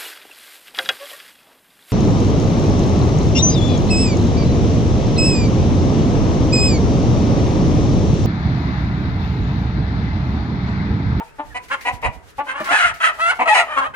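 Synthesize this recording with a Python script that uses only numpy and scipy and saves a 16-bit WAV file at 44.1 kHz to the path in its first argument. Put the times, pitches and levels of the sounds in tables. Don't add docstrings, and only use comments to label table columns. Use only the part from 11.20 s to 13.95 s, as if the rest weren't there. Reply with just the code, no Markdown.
import sys
import numpy as np
from scipy import signal
from scipy.fft import rfft, irfft, next_fast_len
from scipy.io import wavfile
from scipy.ndimage import uniform_filter1d, minimum_filter1d, map_coordinates

SR = 44100
rng = np.random.default_rng(int(sys.argv[2]) if len(sys.argv) > 2 else 0)


def unload_wav(signal):
    wavfile.write(
        sys.argv[1],
        SR,
        np.round(np.clip(np.atleast_2d(signal).T, -1, 1) * 32767).astype(np.int16),
    )


def invert_db(level):
    return 10 ** (np.asarray(level, dtype=float) / 20)


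N = 121275


def unit(x):
    return x / np.sqrt(np.mean(x ** 2) + 1e-20)


def along(points, hz):
    f, v = np.transpose(points)
    return np.interp(np.log(hz + 1), np.log(f + 1), v)


def timeline(points):
    s, v = np.transpose(points)
    return np.interp(np.arange(N) / SR, s, v)


def wobble(rate, size):
    knots = rng.standard_normal(int(size * 600 / SR) + 4)
    return map_coordinates(knots, [np.arange(size) * min(rate, 599) / SR])


def filtered(x, response):
    m = next_fast_len(x.shape[-1] + 4096)
    return irfft(rfft(x, m) * response(np.fft.rfftfreq(m, 1 / SR)), m)[..., :x.shape[-1]]


def shaped_noise(points, size):
    return unit(filtered(rng.standard_normal((2, size)), lambda hz: invert_db(along(points, hz))))


def add(out, s, x):
    i = round(s * SR)
    x = x[..., max(-i, 0):N - i]
    out[..., max(i, 0):max(i, 0) + x.shape[-1]] += x


def tube(peaks, top_hz):
    low_hz = 191

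    def response(f):
        u = f / top_hz
        treble_cut = 1 / (1 + np.sqrt(2) * 1j * u - u * u)
        bass_cut = 1 - 1 / (1 + 1j * f / low_hz)
        rings = 0
        for k, (center, width, db) in enumerate(peaks):
            band = 1j * f * width
            rings = rings + (-1) ** k * invert_db(db) * band / (center * center - f * f + band)
        return treble_cut ** 3 * bass_cut ** 3 * rings
    return response


VOICE_TOP_HZ, HISS_TOP_HZ = 3771, 12580
DRIFT, DRIFT_RATE_HZ = 0.01255, 61.04
JITTER, JITTER_RATE_HZ = .07, 160
SHIMMER_DB, SHIMMER_RATE_HZ = 8, 112.74
HISS_DB, GAPE_HISS_DB = -20.5, -15
# center in Hz, width in Hz, level in dB.
BREATH = [(3932, 353, -0.5), (5225, 1060, -8), (6487, 720, -5), (9125, 1117, -4)]


def syrinx(hz, db, rough, beak, weak, shut, wide, chest, hiss_db):
    n, rough, beak = len(db), np.clip(rough, 0, 1), np.clip(beak, 0, 1)
    drift = DRIFT * wobble(DRIFT_RATE_HZ, n)
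    jitter = JITTER * rough * wobble(JITTER_RATE_HZ, n)
    turn = 2 * np.pi * np.cumsum(hz * (1 + drift + jitter)) / SR
    half_pitch = np.cos(turn / 2)
    pulses = unit(np.cos(np.arange(1, 15)[:, None] * turn).sum(0))
    pulses = pulses * (1 + np.clip(weak, 0, 1) * half_pitch)
    pulses = pulses * invert_db(SHIMMER_DB * rough * wobble(SHIMMER_RATE_HZ, n))
    air = rng.standard_normal((2, n)) * (1 + np.cos(turn)) / 0.417
    source = np.sqrt(1 - rough ** 2) * pulses + rough * air[0]
    closed = unit(filtered(source, tube(shut, VOICE_TOP_HZ)))
    opened = unit(filtered(source, tube(wide, VOICE_TOP_HZ)))
    throat = np.sqrt(1 - beak) * closed + np.sqrt(beak) * opened
    hum = chest * weak * half_pitch
    breath = unit(filtered(air[1], tube(BREATH, HISS_TOP_HZ)))
    breath = invert_db(hiss_db) * (0.768 + rough) * beak * breath
    return invert_db(db) * (throat + hum + breath)


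WALLS_DB, TAIL_DB = -3, -12.5
LAG_S = 0.00023
ALIKE_HZ = 800
SPLAY_RAD = 0.8443
# frequency in Hz, 60 dB decay time in s.
RING_TIME = [(250, 0.938), (1000, 0.418), (3000, 0.325), (9000, 0.2244)]


def coop(x):
    hz, t, z = signal.stft(rng.standard_normal((2, SR // 2)), SR, nperseg=256)
    alike = 1 / (1 + (hz[:, None] / ALIKE_HZ) ** 4)
    z = np.array([z[0], np.sqrt(alike) * z[0] + np.sqrt(1 - alike) * z[1]])
    decay = invert_db(-60 * t / along(RING_TIME, hz)[:, None])
    tail = signal.istft(z * decay, SR, nperseg=256)[1]
    fade_in = np.clip(np.arange(tail.shape[1]) / (0.0202 * SR), 0, 1)
    room = invert_db(TAIL_DB) * tail / np.linalg.norm(tail[0]) * fade_in
    when = rng.uniform(.002, .014, 7)
    size = invert_db(WALLS_DB) * rng.normal(0, .41, 7)
    lag = LAG_S * (1 + .6 * rng.standard_normal(7)) * rng.choice([-1, 1], 7)
    lag = np.clip(lag, -.0018, .0018) / 2
    when[0], size[0], lag[0] = .001, 1, 0
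    np.add.at(room[0], ((when + lag) * SR).astype(int), size)
    np.add.at(room[1], ((when - lag) * SR).astype(int), size)
    lead = SPLAY_RAD * rng.choice([-1, 1]) * np.array([[1], [-1]])
    room = filtered(room, lambda f: np.exp(1j * lead / (1 + (ALIKE_HZ / (f + 1)) ** 4)))
    room = room / np.linalg.norm(room, axis=1, keepdims=True)
    return signal.fftconvolve(x[None], room, axes=1)


SWELL_SHARE, SWELL_POWER = 0.5644, 0.695
RELEASE_S, CHEST_DB = 0.01348, -14


def swelling_calls(calls, rise, shut, wide, hiss_db):
    out = np.zeros((2, N))
    for s, length, db, hz, rough, beak, weak in calls:
        t = np.arange(round((length + .08) * SR)) / SR
        swell = np.clip(t / (SWELL_SHARE * length), 1e-3, 1) ** SWELL_POWER
        swell = swell * np.exp(-np.clip(t - length, 0, 1) / RELEASE_S)
        glide = hz * (1 + rise * (np.clip(t / length, 0, 1) - .7))
        level_db = db + 20 * np.log10(swell)
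        opening = beak * np.sqrt(swell)
        voice = syrinx(glide, level_db, rough, opening, weak, shut, wide, invert_db(CHEST_DB), hiss_db)
        add(out, s, coop(voice))
    return out


# center in Hz, width in Hz, level in dB.
CLOSED_THROAT = [(280, 59, -5.5), (620, 208, -4.5), (914, 239, 0.5)]
GAPING_THROAT = [(1980, 435, 5.7), (2841, 608, 0.72)]
# start in seconds, length in s, level in dB, pitch in Hz, roughness 0-1, beak open 0-1,
# weakening of alternate pulses 0-1.
CLUCK_CALLS = [(-.02, 0.0337, -26, 441.3, 0.37, 0, 0.22), (0.181, 0.0281, -24.5, 291.4, 0.25, 0, 0.21),
               (.341, 0.0311, -22.5, 497, 0.27, 0.52, 0.39), (.647, 0.0419, -16.5, 491.6, 0.38, 0.43, 0.5),
               (0.823, 0.0425, -15, 481, 0.48, 0.26, 0.27), (1.178, 0.0295, -18.5, 280, 0.3, 0.01, 0.02),
               (1.5, 0.03, -17, 287.8, 0.5, 0.54, 0.3), (1.9, 0.243, -41, 450, 0.49, 0, 0),
               (2.185, 0.04176, -14.5, 480.7, 0.6, 0.17, 0.69), (2.272, 0.00796, -14.5, 491, 0.42, 0.62, 0)]


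def clucks():
    return swelling_calls(CLUCK_CALLS, 0.06155, CLOSED_THROAT, GAPING_THROAT, GAPE_HISS_DB)


# time in seconds, level in dB before the port offsets.
WIND_LEVEL = [(0, -55.5), (.21, -66.5), (0.258, -35.5), (.31, -52), (0.701, -53.5), (0.736, -33),
              (.78, -48.5), (.82, -38.5), (0.901, -27.5), (.94, -51), (0.979, -33), (1.02, -49),
              (1.149, -59.5), (1.19, -39), (1.231, -69.5), (1.58, -48), (1.741, -43), (1.8, -55),
              (2.43, -57), (2.75, -44.5)]
# frequency in Hz, density in dB.
WIND_SPECTRUM = [(15, -46.5), (40, -1.5), (80, -1), (150, -9), (300, -16.5), (600, -96.5)]


def wind():
    lumps = invert_db([4 * wobble(25.44, N), 4 * wobble(24.848, N)])
    rumble = unit(lumps * shaped_noise(WIND_SPECTRUM, N))
    port_db = [[-12], [5]]
    return invert_db(timeline(WIND_LEVEL) + port_db) * rumble


# frequency in Hz, density in dB.
YARD_SPECTRUM = [(15, -35), (25, 10.5), (306, -7), (390, 2.5), (898, -16), (1310, -4), (1860, -7),
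                 (3840, -27), (9090, -27.5), (15600, -50.5)]


def yard():
    return invert_db(-49.5 + 0.83 * wobble(8.5, N)) * shaped_noise(YARD_SPECTRUM, N)


# time in seconds, level in dB before flutter.
HISS_LEVEL = [(0, -60.5), (.6, -51), (1.02, -60.5), (1.041, -49.5), (1.16, -53.5), (1.24, -50), (1.45, -74),
              (1.97, -53.5), (2.45, -48.5), (2.72, -64.5)]
# frequency in Hz, density in dB.
HISS_SPECTRUM = [(300, -10), (2500, -5), (12000, -16.5), (15700, -24.5)]


def hiss():
    flutter_db = 5.15 * wobble(31.863, N)
    return invert_db(timeline(HISS_LEVEL) + flutter_db) * shaped_noise(HISS_SPECTRUM, N)


# start in seconds, length in s, level in dB, start pitch in Hz, end pitch in Hz.
PEEP_CALLS = [(.035, .1, -52, 2250, 2750), (.295, .05, -41, 1950, 1600), (.56, .07, -42, 2100, 2150)]


def peeps():
    out = np.zeros((2, N))
    for s, length, db, start_hz, end_hz in PEEP_CALLS:
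        u = np.linspace(0, 1, round(length * SR))
        hz = (start_hz + (end_hz - start_hz) * u) * (1 + 0.0096 * wobble(137, len(u)))
        whistle = np.sin(2 * np.pi * np.cumsum(hz) / SR)
        add(out, s, coop(invert_db(db) * np.sin(np.pi * u) * whistle))
    return out


# start in seconds, level in dB before the envelope.
WING_BEATS = [(0.4356, -50), (0.4835, -42), (0.6089, -36), (0.8161, -43), (1.4, -37), (1.443, -30),
              (1.7393, -38)]
# frequency in Hz, density in dB.
FEATHER_SPECTRUM = [(880, -48.5), (1500, -23.5), (2150, -16), (3090, -27), (3610, -27.5), (4610, -28.5),
                    (15500, -40.5)]


def wings():
    rise_s, fall_s = 0.00047, 0.055
    out, t = np.zeros((2, N)), np.arange(round(.1 * SR)) / SR
    envelope = (1 - np.exp(-t / rise_s)) * np.exp(-t / fall_s)
    for s, db in WING_BEATS:
        add(out, s, invert_db(db) * shaped_noise(FEATHER_SPECTRUM, len(t)) * envelope)
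    return out


# center in Hz, width in Hz, level in dB.
NARROW_THROAT = [(883, 273.3, 5.5), (1245, 565, 0)]
OPEN_THROAT = [(700, 238, -11.5), (1387.3, 315.2, 6.5), (1793.5, 784, 3.5), (3111, 588, -2.5)]
# start in seconds, length in s, level in dB, pitch in Hz, roughness 0-1, beak open 0-1,
# weakening of alternate pulses 0-1.
CACKLE_CALLS = [(.497, 0.0442, -20.5, 525.5, 0.546, 0.889, 0.512),
                (1.262, 0.0544, -24, 514.7, 0.312, 0.955, 0.256),
                (1.325, 0.0996, -27, 583.3, 0.436, 0.693, 0.33),
                (1.44, 0.0484, -25.5, 544.8, 0.38, 0.71, 0.38),
                (2.46, 0.1, -25.5, 613.7, 0.264, 0.645, 0.142),
                (2.56, 0.0323, -13, 535.2, 0.402, 0.465, 0.49),
                (2.6, 0.0335, -19, 548.6, 0.253, 0.36, 0.239),
                (2.636, 0.0226, -22, 608.2, 0.232, 0.55, 0.062),
                (2.735, 0.0168, -28.5, 534.2, 0.23, 1, 0.126)]


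def cackles():
    return swelling_calls(CACKLE_CALLS, 0.0217, NARROW_THROAT, OPEN_THROAT, HISS_DB)


# frequency in Hz, level in dB relative to the bump, 60 dB decay time in s.
BUMP_MODES = [(215.8, -1.5, 0.064), (339, 0, 0.0602), (616.8, 8, 0.0428), (1193, 12.5, 0.0133)]


def bump():
    start_s, level_db, rise_s = 1.402, -17, 0.006
    out, t = np.zeros((2, N)), np.arange(round(.1 * SR)) / SR
    ring = sum(invert_db(db - 60 * t / t60) * np.sin(2 * np.pi * hz * t) for hz, db, t60 in BUMP_MODES)
    add(out, start_s, coop(invert_db(level_db) * ring * (1 - np.exp(-t / rise_s))))
    return out


# time in seconds, pitch in Hz, level in dB, roughness 0-1, beak open 0-1.
SQUAWK_CURVES = [
    [(1.475, 668.7, -58.5, 0.16, 0.53), (1.49, 682.3, -14.5, 0.07, 0.54), (1.508, 714.4, -12.5, 0.26, 0.65),
     (1.528, 854.5, -12.5, 0.56, 0.89), (1.56, 876.5, -11, 0.41, 1), (1.59, 708.5, -12, 0.49, 1),
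     (1.66, 700, -15, 0.57, 1), (1.695, 656.3, -19.5, 0.43, 1), (1.715, 578, -27.5, 0.54, 0.59)],
    [(1.8, 651.9, -26.5, 0.54, 0.72), (1.818, 686.3, -17.5, 0.27, 1), (1.85, 646.7, -10.5, 0.71, 1),
     (1.876, 653.9, -13.5, 0.28, 1), (1.9, 621.6, -21, 0.35, 0.83), (1.925, 603, -36.5, 0.33, 0.34)],
    [(1.985, 620, -31.5, 0.2, 0), (2.003, 650.3, -19, 0.28, 0.81), (2.022, 679.3, -13.5, 0, 0.91),
     (2.05, 671.9, -16.5, 0.13, 0.99), (2.082, 691.9, -13, 0.14, 0.95), (2.105, 740.9, -10.5, 0.11, 1),
     (2.122, 671.7, -19, 0.77, 0.67), (2.14, 652, -34.5, 0.55, 0.4)],
    [(2.255, 632.8, -19, 0.15, 0.39), (2.277, 691.3, -12.5, 0.31, 0.01), (2.288, 623.4, -5, 0.11, 0.78),
     (2.302, 632.8, -5, 0.18, 0.83), (2.312, 644, -30.5, 0.24, 0.7)],
    [(2.288, 800, -16.5, 0.07, 0.39), (2.3, 863.8, -6.5, 0, 0.07), (2.322, 847.4, -6, 0.06, 0.4),
     (2.337, 772.9, -16.5, 0.39, 0.89), (2.355, 715, -4.5, 0.42, 0.56), (2.39, 688.9, -7.5, 0.54, 0.7),
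     (2.415, 669.1, -14, 0.2, 0.37), (2.44, 655.5, -30.5, 0.48, 0)],
]


def squawks():
    out = np.zeros((2, N))
    for i, rows in enumerate(SQUAWK_CURVES):
        wide, hiss_db = (OPEN_THROAT, HISS_DB) if i < 3 else (GAPING_THROAT, GAPE_HISS_DB)
        s, *cols = np.transpose(rows)
        t = s[0] + np.arange(round(.28 * SR)) / SR
        hz, db, rough, beak = [np.interp(t, s, c) for c in cols]
        db = db - 2000 * np.clip(t - s[-1], 0, 1)
        voice = syrinx(hz, db, rough, beak, 0.218 * rough, NARROW_THROAT, wide, 0, hiss_db)
        add(out, s[0], coop(voice))
    return out


def scene():
    calls = clucks() + peeps() + cackles() + squawks()
    return calls + wind() + yard() + hiss() + wings() + bump()


def low_pass(x):
    return signal.sosfilt(signal.butter(12, 15730, fs=SR, output="sos"), x)


# frequency in Hz, right port level minus left in dB.
PORT_DIFFERENCE = [(5000, -1), (8500, 3), (12000, 1.5)]


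def record(dry):
    ports = filtered(dry, lambda hz: invert_db(along(PORT_DIFFERENCE, hz) * np.array([[-.5], [.5]])))
    need = np.minimum(1, .88 / (np.abs(ports).max(0) + 1e-9))
    gain = uniform_filter1d(minimum_filter1d(need, size=441), size=221)
    return low_pass(ports * gain)


dry = scene()
out = record(dry)
unload_wav(out)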